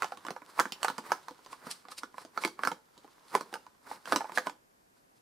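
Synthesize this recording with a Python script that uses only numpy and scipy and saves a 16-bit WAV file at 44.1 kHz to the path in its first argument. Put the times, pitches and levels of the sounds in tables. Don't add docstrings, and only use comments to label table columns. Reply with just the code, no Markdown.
import sys
import numpy as np
from scipy import signal
from scipy.fft import rfft, irfft, next_fast_len
from scipy.io import wavfile
from scipy.ndimage import uniform_filter1d, map_coordinates

SR = 44100
rng = np.random.default_rng(int(sys.argv[2]) if len(sys.argv) > 2 else 0)


def digitize_waveform(pressure):
    field = np.atleast_2d(pressure).T
    bounded = np.clip(field, -1, 1)
    quanta = np.round(bounded * 32767).astype(np.int16)
    wavfile.write(sys.argv[1], SR, quanta)


N = 230063


def amp(db):
    return 10 ** (np.asarray(db) / 20)


def unit(x):
    return x / np.sqrt(np.mean(x ** 2) + 1e-20)


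def along(points, hz):
    point_hz, value = np.transpose(points)
    return np.interp(np.log(hz + 1), np.log(point_hz + 1), value)


def fade(t, t60):
    return np.exp(-np.log(1000) * t / t60)


def wobble(rate):
    points = rng.standard_normal(int(N * rate / SR) + 4)
    return map_coordinates(points, [np.arange(N) * rate / SR])


def coloured(x, spectrum):
    n = x.shape[-1]
    m = 2 * next_fast_len(n)
    gain = amp(along(spectrum, np.fft.rfftfreq(m, 1 / SR)))
    cepstrum = irfft(np.log(gain), m)
    cepstrum[1:m // 2] *= 2
    cepstrum[m // 2 + 1:] = 0
    return irfft(rfft(x, m) * np.exp(rfft(cepstrum)), m)[..., :n]


def peaked(x, size):
    power = np.abs(signal.hilbert(x)) ** 2
    return x / np.sqrt(uniform_filter1d(power, size).max())


def add(track, s, x):
    start = max(round(s * SR), 0)
    part = x[:, :N - start]
    track[:, start:start + part.shape[1]] += part


# pitch_hz, level_db
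AIR_COLOUR = [(15, -42.5), (25, -2.5), (59, -7), (161, -0.5), (301, 0), (489, -4), (641, -5), (1330, -11.5),
              (1520, -10.5), (3340, -18), (5000, -15.5), (13600, -18.5), (16000, -45.5)]


def room_tone():
    mid, side = unit(coloured(rng.standard_normal((2, N)), AIR_COLOUR))
    side = coloured(side, [(40, 0.5), (200, -5.5), (1000, 9.5), (5000, -2)])
    return amp(-71.0) * np.array([mid + side, mid - side])


BUMP_S, BUMP_DB, BUMP_HZ, BUMP_T60_S = 4.128, -49.5, 85, .18


def table_bump():
    track, t = np.zeros((2, N)), np.arange(SR // 2) / SR
    boom = np.sin(2 * np.pi * BUMP_HZ * t) * fade(t, BUMP_T60_S) * (1 - fade(t, .05))
    add(track, BUMP_S, np.outer([1, 0], amp(BUMP_DB) * boom))
    return track


def friction(force, spectrum, slips, slip_db):
    sizes = amp(3.5 * rng.standard_normal(N)) * rng.choice([-1, 1], N)
    jerks = (rng.random(N) < slips / SR) * sizes
    texture = rng.standard_normal(N) + amp(slip_db) * unit(jerks)
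    grains = unit(coloured(texture * amp(4.2 * wobble(55)), spectrum))
    t = np.arange(SR // 3) / SR
    decay = fade(t, .06) ** 2 + amp(-25.5) * fade(t, .28) ** 2
    lingering = np.sqrt(np.abs(signal.fftconvolve(force ** 2, decay / decay.sum())[:N]))
    wash = amp(-1) * lingering * unit(coloured(rng.standard_normal((2, N)), spectrum))
    return wash + np.outer([1, 0], force * grains)


STILL_DB = -70

# time_s, level_db
HAND_ACTIVITY = [(0.0, -46), (0.14, -54.5), (0.34, -58.5), (0.99, -51), (1.25, -55), (2.47, -63.5),
                 (2.56, -64), (2.74, -68), (2.97, -58.5), (3.51, -56), (3.66, -59), (3.93, -71),
                 (4.09, -56.5), (4.28, -56), (4.37, -49), (4.52, -73), (4.6, -68.5)]


def effort():
    level_db = np.interp(np.arange(N) / SR, *np.transpose(HAND_ACTIVITY), right=STILL_DB)
    return np.maximum(amp(level_db) - amp(STILL_DB), 1e-6)


RUSTLE_DB, HISS_DB = -9.5, -14

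# pitch_hz, level_db
RUB_COLOUR = [(40, -40.5), (100, -18), (180, -7.5), (350, -4.5), (700, -4.5), (1000, 2.5), (1500, -3.5),
              (2200, -10.5), (3500, -30.5), (8000, -26)]
# pitch_hz, level_db
HISS_COLOUR = [(900, -42.5), (2200, -3), (3500, 1), (4800, 0.5), (6500, -5.5), (9000, -6), (13000, -15.5),
               (16000, -16.5)]


def handling():
    rustle = friction(amp(RUSTLE_DB) * effort(), RUB_COLOUR, slips=42, slip_db=-2.5)
    hiss = friction(amp(HISS_DB) * effort(), HISS_COLOUR, slips=30, slip_db=-3)
    return rustle + hiss


SKID_HISS_DB, SKID_BODY_DB = -38.5, -29.5
SKID_RISE_S, SKID_FALL_S = .02, .019
SLIDE_FALL = 0.84

# start_s, knock_db, pitch_hz, click_db, thump_db
CLEAR_CONTACTS = [(0.0221, -15.5, 1356, -34.5, -70), (.031, -21, 1090, -41, -42.5),
                  (0.0442, -23, 805, -34, -46), (0.1211, -26.5, 790, -45, -47.5),
                  (0.173, -41, 1080, -45.5, -49.5), (0.2505, -31.5, 1010, -46.5, -43),
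                  (0.2667, -30.5, 1180, -39, -53), (0.2844, -25.5, 1470, -45, -37.5),
                  (.306, -27.5, 720, -37, -39), (.364, -30.5, 930, -52, -71),
                  (0.4194, -39.5, 1010, -63, -48.5), (0.5921, -12, 1160, -55, -40.5),
                  (.5983, -11.5, 1390, -22.5, -32.5), (0.6038, -15.5, 1600, -40.5, -35),
                  (0.6552, -23.5, 1524, -45, -40.5), (0.7221, -36.5, 797, -27, -44.5),
                  (0.8308, -19.5, 1150, -24.5, -49), (0.8463, -14, 884, -30, -50.5),
                  (0.8828, -18, 1445, -29.5, -39), (0.9001, -23.5, 910, -39, -38),
                  (0.9812, -31, 1140, -35, -42), (.985, -28.5, 1006, -67, -39),
                  (1.1191, -10, 950, -29, -39), (1.2836, -29, 1040, -44, -52), (1.3094, -41, 887, -52, -45),
                  (1.4618, -42, 1060, -47.5, -51), (1.5294, -33, 1090, -48.5, -53),
                  (1.6685, -33.5, 1290, -51, -41), (1.8522, -42, 1160, -58, -58),
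                  (1.885, -40.5, 770, -46, -61), (1.9193, -35, 1280, -51, -67),
                  (2.0339, -26, 1425, -41.5, -42), (2.1427, -40, 1010, -65, -53),
                  (2.182, -29, 1035, -47.5, -58), (2.25, -40.5, 650, -46.5, -44),
                  (2.3758, -19, 1350, -35.5, -39), (2.4374, -21, 2220, -34.5, -59),
                  (2.4495, -17, 2195, -24.5, -27.5), (2.476, -33, 927, -38, -61),
                  (2.592, -27, 1140, -51, -49), (2.635, -16.5, 1490, -36, -40),
                  (2.6506, -20.5, 1515, -34.5, -45), (2.6735, -13, 1340, -29, -33),
                  (2.7167, -24.5, 900, -38.5, -37.5), (2.978, -52.5, 990, -49, -50),
                  (3.045, -44.5, 807, -61, -48), (3.3516, -9.5, 997, -28, -26.5),
                  (3.3745, -26, 990, -54, -39), (3.4098, -27, 1080, -39.5, -36.5),
                  (3.5278, -33.5, 800, -47, -41), (3.5399, -27.5, 1530, -34.5, -38),
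                  (3.5553, -28.5, 885, -50, -62), (3.666, -40, 1015, -56, -59),
                  (3.914, -26.5, 885, -65.5, -54), (4.0563, -36, 1530, -40.5, -51),
                  (4.075, -29, 1430, -53.5, -48), (4.123, -9.5, 1274, -26, -32),
                  (4.13, -23, 673, -33, -26.5), (4.152, -30, 716, -55.5, -32),
                  (4.1607, -15, 1020, -21, -30.5), (4.207, -23.5, 880, -55, -61),
                  (4.2156, -27.5, 856, -52, -55.5), (4.2438, -29, 878, -66.5, -54),
                  (4.253, -33, 900, -71, -60), (4.2955, -30, 1015, -60, -57),
                  (4.32, -34.5, 960, -46.5, -47), (4.375, -13.5, 1710, -30, -34),
                  (4.3833, -14, 1670, -32, -41), (4.47, -19.5, 995, -37, -37),
                  (4.4964, -30.5, 915, -41.5, -52)]
# peak_s, rise_s, hiss_db, body_db
CASE_SLIDES = [(0.499, 0.034, -64, -57), (1.066, 0.014, -52, -44), (1.524, 0.023, -53.5, -51.5),
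               (1.673, 0.045, -57.5, -46.5), (1.713, 0.0071, -34, -52), (1.919, 0.01, -46, -51.5),
               (1.986, 0.0076, -43, -55), (2.217, 0.026, -55.5, -53), (2.423, 0.012, -42.5, -41),
               (3.301, .028, -60.5, -70), (3.871, 0.0089, -65, -48), (3.92, 0.036, -53.5, -45),
               (4.087, 0.021, -49, -45.5), (4.143, 0.013, -50, -39), (4.295, 0.03, -70, -52),
               (4.36, 0.01, -40, -54), (4.464, 0.005, -66, -38.5), (4.975, 0.018, -71, -78),
               (5.17, 0.042, -78, -80)]
# pitch_hz, level_db
SKID_COLOUR = [(900, -18.5), (2200, -4.5), (2900, -4.5), (3450, -4), (3750, -1.5), (4200, 1.5), (5100, 1),
               (6500, -7.5), (9000, -2), (13000, -15), (16000, -25)]


def slides():
    skids = [(s, SKID_RISE_S, SKID_FALL_S, knock_db + SKID_HISS_DB, knock_db + SKID_BODY_DB)
             for s, knock_db, *_ in CLEAR_CONTACTS]
    glides = [(s, rise, SLIDE_FALL * rise, hiss_db, body_db)
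              for s, rise, hiss_db, body_db in CASE_SLIDES]
    power = np.zeros((2, N))
    for s, rise, fall, hiss_db, body_db in skids + glides:
        start = max(s - .15, 0)
        t = start - s + np.arange(SR // 3) / SR
        stroke = np.exp(-np.abs(t / np.where(t < 0, rise, fall)) ** 0.98)
        add(power, start, np.outer(amp([hiss_db, body_db]), stroke) ** 2)
    hiss_force, body_force = np.sqrt(power)
    hiss = friction(hiss_force, SKID_COLOUR, slips=590, slip_db=-1.0)
    body = friction(body_force, RUB_COLOUR, slips=390, slip_db=5.0)
    return amp(-2.5) * (hiss + body)


TICKS_PER_S, TICK_HZ, TICK_SPREAD_OCTAVES = 4, 1020, 0.084
TICK_DB, TICK_CLICK_DB, TICK_SPREAD_DB = 8.5, -5, 1.5


def light_touches():
    level_db, touches = 20 * np.log10(effort()), []
    for k in range(int(TICKS_PER_S * N / SR)):
        s = (k + rng.random()) / TICKS_PER_S
        force, size, edge = rng.standard_normal(3)
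        hand_db = level_db[int(s * SR)]
        knock_db = hand_db + TICK_DB + TICK_SPREAD_DB * force
        hz = TICK_HZ * 2 ** (TICK_SPREAD_OCTAVES * size)
        click_db = hand_db + TICK_CLICK_DB + TICK_SPREAD_DB * edge
        touches.append((s, knock_db, hz, click_db, hand_db))
    return touches


def excitation(t, t60, chatter):
    force = rng.standard_normal(len(t)) * fade(t, t60)
    force *= chatter / np.linalg.norm(force)
    force[0] += 1
    return force


def echoed(x, near_db, near_t60, room_db, room_t60):
    t = np.arange(SR // 2) / SR
    near = fade(t, near_t60) * (1 - fade(t, 0.021))
    room = fade(t, room_t60) * (1 - fade(t, 0.062))
    near_gain = amp(near_db) * near / np.linalg.norm(near)
    room_gain = amp(room_db) * room / np.linalg.norm(room)
    response = np.hypot(near_gain, room_gain) * rng.standard_normal((2, len(t)))
    response[:, 0] = 1, -.4
    return signal.fftconvolve(x[None], response, axes=1)


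# pitch_hz, level_db
THUMP_COLOUR = [(30, -27.5), (70, -25.5), (120, -14.5), (175, 1), (300, 9), (500, 4), (800, -12.5),
                (2000, -32)]


def thump(t, t60):
    return peaked(coloured(excitation(t, t60, chatter=0.87), THUMP_COLOUR), size=64)


# pitch_hz, level_db
CLICK_COLOUR = [(800, -28), (2000, -8), (3000, 4), (4200, 2.5), (5200, 2.5), (7000, -3), (10000, -8),
                (14000, -17), (16000, -14)]


def click(t, treble_db, t60, colour_db):
    scatter = np.outer(rng.standard_normal(len(CLICK_COLOUR)), [0, colour_db])
    colour = np.array(CLICK_COLOUR) + scatter
    snap = peaked(coloured(excitation(t, t60, chatter=8.5), colour), size=60)
    return coloured(snap, [(4500, 0), (9000, treble_db)])


# pitch_hz, level_db
HOLLOW_COLOUR = [(200, -24), (500, -9), (800, -2.5), (1100, 2), (1600, -4.5), (2200, -7), (3000, -20.5),
                 (6000, -50.5)]


def graze(t, lead):
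    swell = np.where(t < lead, (t / lead) ** 2, 0)
    return peaked(coloured(rng.standard_normal(len(t)) * swell, HOLLOW_COLOUR), size=24)


FIRM_DB = -21
KNOCK_T60_S, T60_HALVES_DB = 0.018, 39
SINGING_HZ, SINGING_OCTAVES, SINGING_GAIN = 856, 0.076, 0.91


def ring_time(knock_db, hz):
    singing = np.exp(-(np.log2(hz / SINGING_HZ) / SINGING_OCTAVES) ** 2)
    hardness = 2 ** ((FIRM_DB - knock_db) / T60_HALVES_DB)
    return KNOCK_T60_S * hardness * (1 + SINGING_GAIN * singing)


KINDRED_DB, KINDRED_OCTAVES = -14, .09

# pitch_hz, level_db, t60_s
CASE_RESONANCES = [(506, -24, .08), (680, -27, .04), (872, -18, .07), (1020, -18, .05), (1216, -17, .07),
                   (1330, -18, .06), (1481, -16, .06), (1722, -19, .06), (2000, -24, .025),
                   (2320, -28, .05), (3330, -34, .03), (4050, -33, .03)]
# pitch_hz, level_db
CASE_RADIATION = [(30, -35), (120, -16), (400, 4), (1000, 1.5), (3000, -1), (8000, -11.5)]


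def knock(t, hz, t60, hollow_db, hollow_t60):
    note = np.sin(2 * np.pi * hz * t) * fade(t, t60)
    cloud = peaked(coloured(excitation(t, hollow_t60, chatter=1.5), HOLLOW_COLOUR), size=24)
    mode_hz, mode_db, mode_t60 = np.transpose(CASE_RESONANCES)[:, :, None]
    kinship = np.exp(-(np.log2(mode_hz / hz) / KINDRED_OCTAVES) ** 2)
    mode_db = mode_db + (KINDRED_DB - mode_db) * kinship
    strength, detune, polarity = rng.standard_normal((3, len(CASE_RESONANCES), 1))
    waves = np.sin(2 * np.pi * mode_hz * (1 + .008 * detune) * t)
    modes = np.sign(polarity) * waves * fade(t, mode_t60)
    ring = (amp(mode_db - 2 + 2 * strength) * modes).sum(0)
    build_up = 1 - fade(t, 0.098 * t60)
    body = coloured(note * build_up + amp(hollow_db) * cloud + ring, CASE_RADIATION)
    return peaked(body, size=64)


CLICK_TREBLE_DB, TREBLE_GROWS = 1.5, .15


def strike(contacts):
    track, t = np.zeros((2, N)), np.arange(4096) / SR
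    for s, knock_db, hz, click_db, thump_db in contacts:
        lead = rng.uniform(.0015, .004)
        add(track, s - lead, amp(knock_db - 18.0) * np.outer([1, -.3], graze(t, lead)))
        body = knock(t, hz, ring_time(knock_db, hz), hollow_db=-5, hollow_t60=.011)
        body = echoed(body, near_db=-10, near_t60=.07, room_db=-19.5, room_t60=.25)
        add(track, s, amp(knock_db - 2) * body)
        treble_db = CLICK_TREBLE_DB + TREBLE_GROWS * (knock_db - FIRM_DB)
        edge = click(t, treble_db, t60=.01, colour_db=1.2)
        edge = echoed(edge, near_db=-4.5, near_t60=.08, room_db=-12, room_t60=.26)
        add(track, s, amp(click_db + 2) * edge)
        floor = thump(t, t60=.023)
        floor = echoed(floor, near_db=-1.5, near_t60=0.065, room_db=-9.0, room_t60=.3)
        add(track, s, amp(thump_db) * floor)
    return track


# pitch_hz, difference_db
EAR_BALANCE = [(100, -1.1), (400, -0.5), (750, -1.5), (1300, -4), (2400, -2.5), (5000, -1.5), (9000, -0.5),
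               (14000, -1.5)]
# pitch_hz, level_db
SIDE_WIDTH = [(100, -15), (400, -20.5), (1000, -7.5), (2500, -1.5), (5000, -7), (9000, 0), (15000, 2)]


def scene():
    air = room_tone()
    mid, side = slides() + handling() + table_bump() + strike(CLEAR_CONTACTS) + strike(light_touches())
    side = coloured(side, SIDE_WIDTH)
    half = np.array(EAR_BALANCE) * [1, .5]
    left = coloured(mid + side, half)
    right = coloured(mid - side, half * [1, -1])
    return np.array([left, right]) + air


TOP_HZ = 15400


def record(dry):
    m = next_fast_len(N + SR // 2)
    hz = np.fft.rfftfreq(m, 1 / SR)
    return irfft(rfft(dry, m) / np.sqrt(1 + (hz / TOP_HZ) ** 120), m)[:, :N]


dry = scene()
out = record(dry)
digitize_waveform(out)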